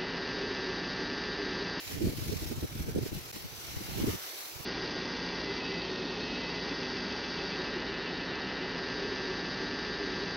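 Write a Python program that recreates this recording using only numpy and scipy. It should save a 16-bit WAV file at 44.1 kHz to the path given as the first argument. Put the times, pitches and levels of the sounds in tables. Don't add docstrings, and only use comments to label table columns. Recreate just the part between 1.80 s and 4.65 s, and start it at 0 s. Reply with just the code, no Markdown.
import sys
import numpy as np
from scipy import signal
from scipy.fft import rfft, irfft
from scipy.io import wavfile
from scipy.ndimage import uniform_filter1d

SR = 44100
rng = np.random.default_rng(int(sys.argv[2]) if len(sys.argv) > 2 else 0)


def bounce(signal):
    frames = np.transpose(np.atleast_2d(signal))
    limited = np.clip(frames, -1, 1)
    pcm = np.round(limited * 32767).astype(np.int16)
    wavfile.write(sys.argv[1], SR, pcm)


N = 125685
TIME, HZ = np.arange(N) / SR, np.fft.rfftfreq(N, 1 / SR)

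# f/Hz, relative level/dB
LEAF_SPECTRUM = [(40, -48), (150, -21), (400, -7.5), (800, -2.5), (1400, -4.5), (2200, 0.35), (3500, -1.2),
                 (4200, 0), (4900, -0.6), (5600, -0.5), (6100, -2.5), (6400, -4.5), (7300, -6), (8500, -11),
                 (10200, -7.5), (11000, -7.5), (11800, -4), (13500, -6.5), (15500, -6.5)]
# t/s, relative level/dB
REED_SWELL = [(0, -47.5), (.13, -43.5), (.19, -48.5), (.26, -46), (.345, -49.5), (.39, -46.5), (.5, -47),
              (.71, -47.5), (.75, -51.5), (.81, -49.5), (.87, -52), (.95, -50.5), (1.02, -48), (1.055, -53),
              (1.095, -49.5), (1.15, -56), (1.22, -51), (1.25, -49), (1.28, -46), (1.31, -55),
              (1.35, -47.5), (1.43, -50.5), (1.56, -47), (1.61, -49.3), (1.7, -51.5), (1.82, -48),
              (2.0, -48), (2.15, -46.5), (2.2, -44), (2.255, -46), (2.3, -42), (2.38, -48), (2.47, -46),
              (2.54, -48.5), (2.6, -46.5), (2.69, -48), (2.78, -50.5), (2.85, -48.5)]
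# t/s, treble gain/dB
REED_TREBLE = [(0, -0.5), (.3, 0), (.65, 2.5), (1.2, 1), (1.28, 1), (1.36, 1), (1.9, 1.6), (2.3, 2.5),
               (2.6, 4), (2.85, 2)]
# t/s, rms depth/dB
FLUTTER_DEPTH = [(0, 0.85), (.7, 1.46), (1.1, 1), (1.45, 0.8), (1.6, 0.63), (2.85, 0.5)]
# f/Hz, coherence
FOLIAGE_COHERENCE = [(300, 1), (1000, 0.14), (2600, 0.13), (4200, 0.27), (7000, 0.034), (15000, 0.041)]
# t/s, left level/dB, right level/dB
PORT_FLOW = [(0, -73, -63), (.04, -72, -61.5), (.08, -56.5, -46), (.19, -48, -38.5), (.33, -42.5, -51),
             (.6, -45.5, -43), (.8, -46.5, -39), (.89, -53.5, -47), (.97, -43.5, -42.5),
             (1.1, -41.5, -43.5), (1.28, -50.5, -48.5), (1.42, -50, -51), (1.6, -52.5, -54.5),
             (1.72, -68, -54.5), (1.88, -54.5, -52), (1.99, -47, -49), (2.08, -47.5, -44), (2.2, -44, -35),
             (2.34, -41, -39), (2.4, -60, -62), (2.52, -77, -77), (2.69, -83, -75), (2.735, -70, -53.5),
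             (2.85, -77, -54)]
# peak t/s, half length/s, rumble level/dB, burble level/dB, left over right/dB,
# likeness of the ports (below 0 they push in opposition)
PORT_BUFFETS = [(0.147, 0.0084, -38, -54, 6, -0.53), (0.222, .016, -46, -30.5, -7.5, -0.23),
                (0.256, 0.021, -27.5, -34, 0, 0.28), (0.285, 0.016, -32.5, -33.5, -2.5, 0.65),
                (0.326, 0.014, -53.5, -39, 2, .3), (0.389, 0.0054, -33, -60, -8, 1),
                (0.422, .01, -35.5, -44.5, 3, -0.44), (0.48, 0.012, -35.5, -60, -5, 0.78),
                (0.496, 0.0066, -32.5, -35, 9.5, 0.28), (0.528, 0.013, -37, -33.5, -8.5, 0.13),
                (0.56, 0.0097, -35, -50, -9.5, -0.81), (0.627, 0.01, -34.5, -41.5, 4, 0.23),
                (0.668, .011, -37, -47.5, 10, 0.2), (0.708, 0.0064, -37, -59, -2, 0.071),
                (0.783, 0.0075, -35, -48, 9, 0.55), (0.84, 0.015, -34, -35, 0, 0.042),
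                (0.959, 0.008, -38, -45, -3, -0.42), (1.006, 0.016, -33.5, -47, -4, 0.5),
                (1.091, 0.011, -35.5, -40, -1, 0.23), (1.159, 0.0077, -34, -28.5, -4.5, -0.23),
                (1.181, 0.012, -35.5, -29, -1.5, -0.17), (1.226, 0.013, -32.5, -39.5, -4, -0.2),
                (1.262, 0.0071, -49, -35, -1, -0.17), (1.327, 0.0082, -34.5, -37.5, 8, -0.23),
                (1.367, 0.02, -37, -54, 4.5, 0.2), (1.654, 0.012, -40, -62, 2.5, -.95),
                (1.971, 0.0074, -34, -48.5, 5, -0.76), (2.183, 0.01, -40, -37, -2, 0),
                (2.222, 0.0071, -27, -35, 2.5, -1.02), (2.242, 0.0064, -38, -27.5, -1.5, 0.057),
                (2.284, 0.019, -36, -30.5, 3.5, 0.11), (2.341, 0.0087, -50, -36.5, 0, -0.15),
                (2.804, 0.0074, -44, -51, -17, -0.11)]
# f/Hz, relative level/dB
RUMBLE_SPECTRUM = [(10, -27), (25, -16), (45, -7), (75, 0.5), (125, 0.5), (200, -8), (320, -17), (480, -45),
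                   (700, -50), (1500, -52)]
# f/Hz, relative level/dB
BURBLE_SPECTRUM = [(60, -19.5), (160, -5), (240, -0.5), (330, 2.5), (440, -2.5), (540, -12.5), (700, -21),
                   (1000, -39), (2000, -38.5)]
# f/Hz, relative level/dB
ROAR_SPECTRUM = [(20, -44), (100, -75), (220, -25), (310, -0.5), (390, 2.5), (480, -0.5), (620, -3.5),
                 (900, -7), (1500, -22.5), (4000, -41)]
# t/s, level/dB
TRILL_SWELL = [(0, -67), (.7, -65.5), (1.2, -62), (1.65, -63.5), (1.8, -57), (2.0, -60), (2.15, -63),
               (2.5, -57.5), (2.85, -69)]
# t/s, level/dB
BUSH_SWELL = [(0, -93), (.6, -55), (1.1, -54), (1.6, -58.5), (2.0, -53), (2.3, -47), (2.5, -52),
              (2.85, -53.5)]
# f/Hz, relative level/dB
BUSH_SPECTRUM = [(200, -16), (500, -3.5), (850, -4), (1400, -0.5), (2000, -8.5), (3000, -7.5), (6000, -21),
                 (15000, -31)]
# t/s, gain/dB
DROPOUT_GAIN = [(1.5158, 0), (1.5168, -22), (1.5238, -21), (1.5245, -6), (1.527, -7), (1.5285, 0)]


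def amp(db):
    return 10 ** (np.asarray(db) / 20)


def unit(x):
    return x / np.sqrt(np.mean(x ** 2) + 1e-20)


def curve(rows, column=1):
    rows = np.array(rows, float)
    return np.interp(TIME, rows[:, 0], rows[:, column])


def over_frequency(rows):
    hz, values = np.transpose(rows)
    return np.interp(np.log(HZ + 1), np.log(hz), values)


def colour(x, spectrum):
    return unit(irfft(rfft(x) * amp(over_frequency(spectrum)), N))


def lowpass(x, hz):
    return irfft(rfft(x) / (1 + (HZ / hz) ** 4), N)


def noise(channels=2):
    return rng.standard_normal((channels, N))


def wander(rate_hz, channels=1):
    return unit(lowpass(noise(channels), rate_hz))


def correlated_noise(likeness):
    left, other = noise()
    share = np.clip(likeness, -1, 1)
    return np.array([left, share * left + np.sqrt(1 - share ** 2) * other])


def from_right(x, lag_s=.00048):
    share = np.clip(over_frequency(FOLIAGE_COHERENCE), 0, 1)
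    left, right = rfft(x)
    late = right * np.exp(-2j * np.pi * HZ * lag_s)
    return irfft(np.array([share * late + np.sqrt(1 - share ** 2) * left, right]), N)


def leaf_clumps(x, depth_db):
    spectra = signal.stft(x, nperseg=1024)[2]
    swell = uniform_filter1d(rng.standard_normal(spectra.shape[1:]), size=8, axis=0)
    swell = uniform_filter1d(swell, size=10, axis=1)
    return unit(signal.istft(spectra * amp(depth_db * unit(swell)), nperseg=1024)[1][:, :N])


def flutter_db(rates_hz=(42.94, 26.55), drift=0.061):
    rates = [hz * (1 + drift * wander(rate_hz=7.0)[0]) for hz in rates_hz]
    fast, slow = np.sin(2 * np.pi * np.cumsum(rates, axis=1) / SR)
    return curve(FLUTTER_DEPTH) * unit(fast + .8 * slow + .4 * wander(rate_hz=60))


def reeds(ticks_per_s=1500, hiss_db=13.5, ticks_db=-1.5, gain_db=3.5, right_gain_db=0.46):
    tick_size = amp(5.5 * np.minimum(rng.exponential(1, (2, N)), 4))
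    ticks = unit(noise() * tick_size * (rng.random((2, N)) < ticks_per_s / SR))
    contacts = amp(hiss_db) * noise() + amp(ticks_db) * ticks
    leaves = leaf_clumps(from_right(colour(contacts, LEAF_SPECTRUM)), depth_db=1.55)
    treble = leaves - lowpass(leaves, hz=7000)
    leaves = leaves + treble * (amp(curve(REED_TREBLE)) - 1)
    return leaves * amp(curve(REED_SWELL) + gain_db + flutter_db()) * amp([[0], [right_gain_db]])


def eddies(likeness, spectrum):
    pressure = colour(correlated_noise(likeness), spectrum)
    local_power = abs(lowpass(pressure ** 2, hz=34.6))
    return unit(pressure / np.sqrt(local_power + .5))


def port_wind(rumble_lumps_db=4, burble_lumps_db=6.5, flow_burble_db=-11):
    flow = amp([curve(PORT_FLOW), curve(PORT_FLOW, column=2)])
    rumble_power = (flow * amp(rumble_lumps_db * wander(rate_hz=52, channels=2))) ** 2
    burble_power = (flow * amp(flow_burble_db + burble_lumps_db * wander(rate_hz=24))) ** 2
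    cross_power = 0
    for peak_s, half_s, rumble_db, burble_db, left_db, alike in PORT_BUFFETS:
        shove = np.exp(-((TIME - peak_s) / half_s) ** 4)
        sides = unit(amp([[left_db], [0]])) ** 2
        rumble_power += shove * sides * amp(rumble_db) ** 2
        burble_power += shove * sides * amp(burble_db) ** 2
        cross_power += shove * alike * (amp(rumble_db) ** 2 + amp(burble_db) ** 2)
    likeness = cross_power / (rumble_power + burble_power).mean(0)
    rumble = np.sqrt(rumble_power) * eddies(likeness, RUMBLE_SPECTRUM)
    burble = np.sqrt(burble_power) * eddies(likeness, BURBLE_SPECTRUM)
    return rumble + burble


def far_roar(level_db=-57):
    return amp(level_db) * colour(correlated_noise(likeness=0.82), ROAR_SPECTRUM)


def insects(pitch_hz=5958, strokes_per_s=65.3, rise_s=0.0022, haze_width_hz=94, haze_gain_db=-4):
    strokes = np.diff(np.floor(TIME * strokes_per_s), prepend=0)
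    strokes = strokes * amp(2.5 * noise(1)[0])
    strokes = strokes * np.exp(2j * np.pi * rng.random(N))
    t = TIME[:2000]
    age = t / rise_s
    ring = age ** 2 * np.exp(-2 * age) * np.exp(2j * np.pi * pitch_hz * t)
    trill = unit(signal.fftconvolve(strokes, ring)[:N].real)
    detuning = (HZ - pitch_hz) / (haze_width_hz / 2)
    haze = unit(irfft(rfft(noise()) / (1 + detuning ** 2), N))
    return amp(curve(TRILL_SWELL)) * (trill + amp(haze_gain_db) * haze)


def bushes():
    wash = from_right(colour(noise(), BUSH_SPECTRUM))
    return amp(curve(BUSH_SWELL)) * leaf_clumps(wash, depth_db=2.5)


def scene():
    return reeds() + bushes() + port_wind() + insects() + far_roar()


def record(dry):
    band_limit = signal.firwin(801, cutoff=15800, window=("kaiser", 8), fs=SR)
    return signal.oaconvolve(dry * amp(curve(DROPOUT_GAIN)), band_limit[None], "same")


dry = scene()
out = record(dry)
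bounce(out)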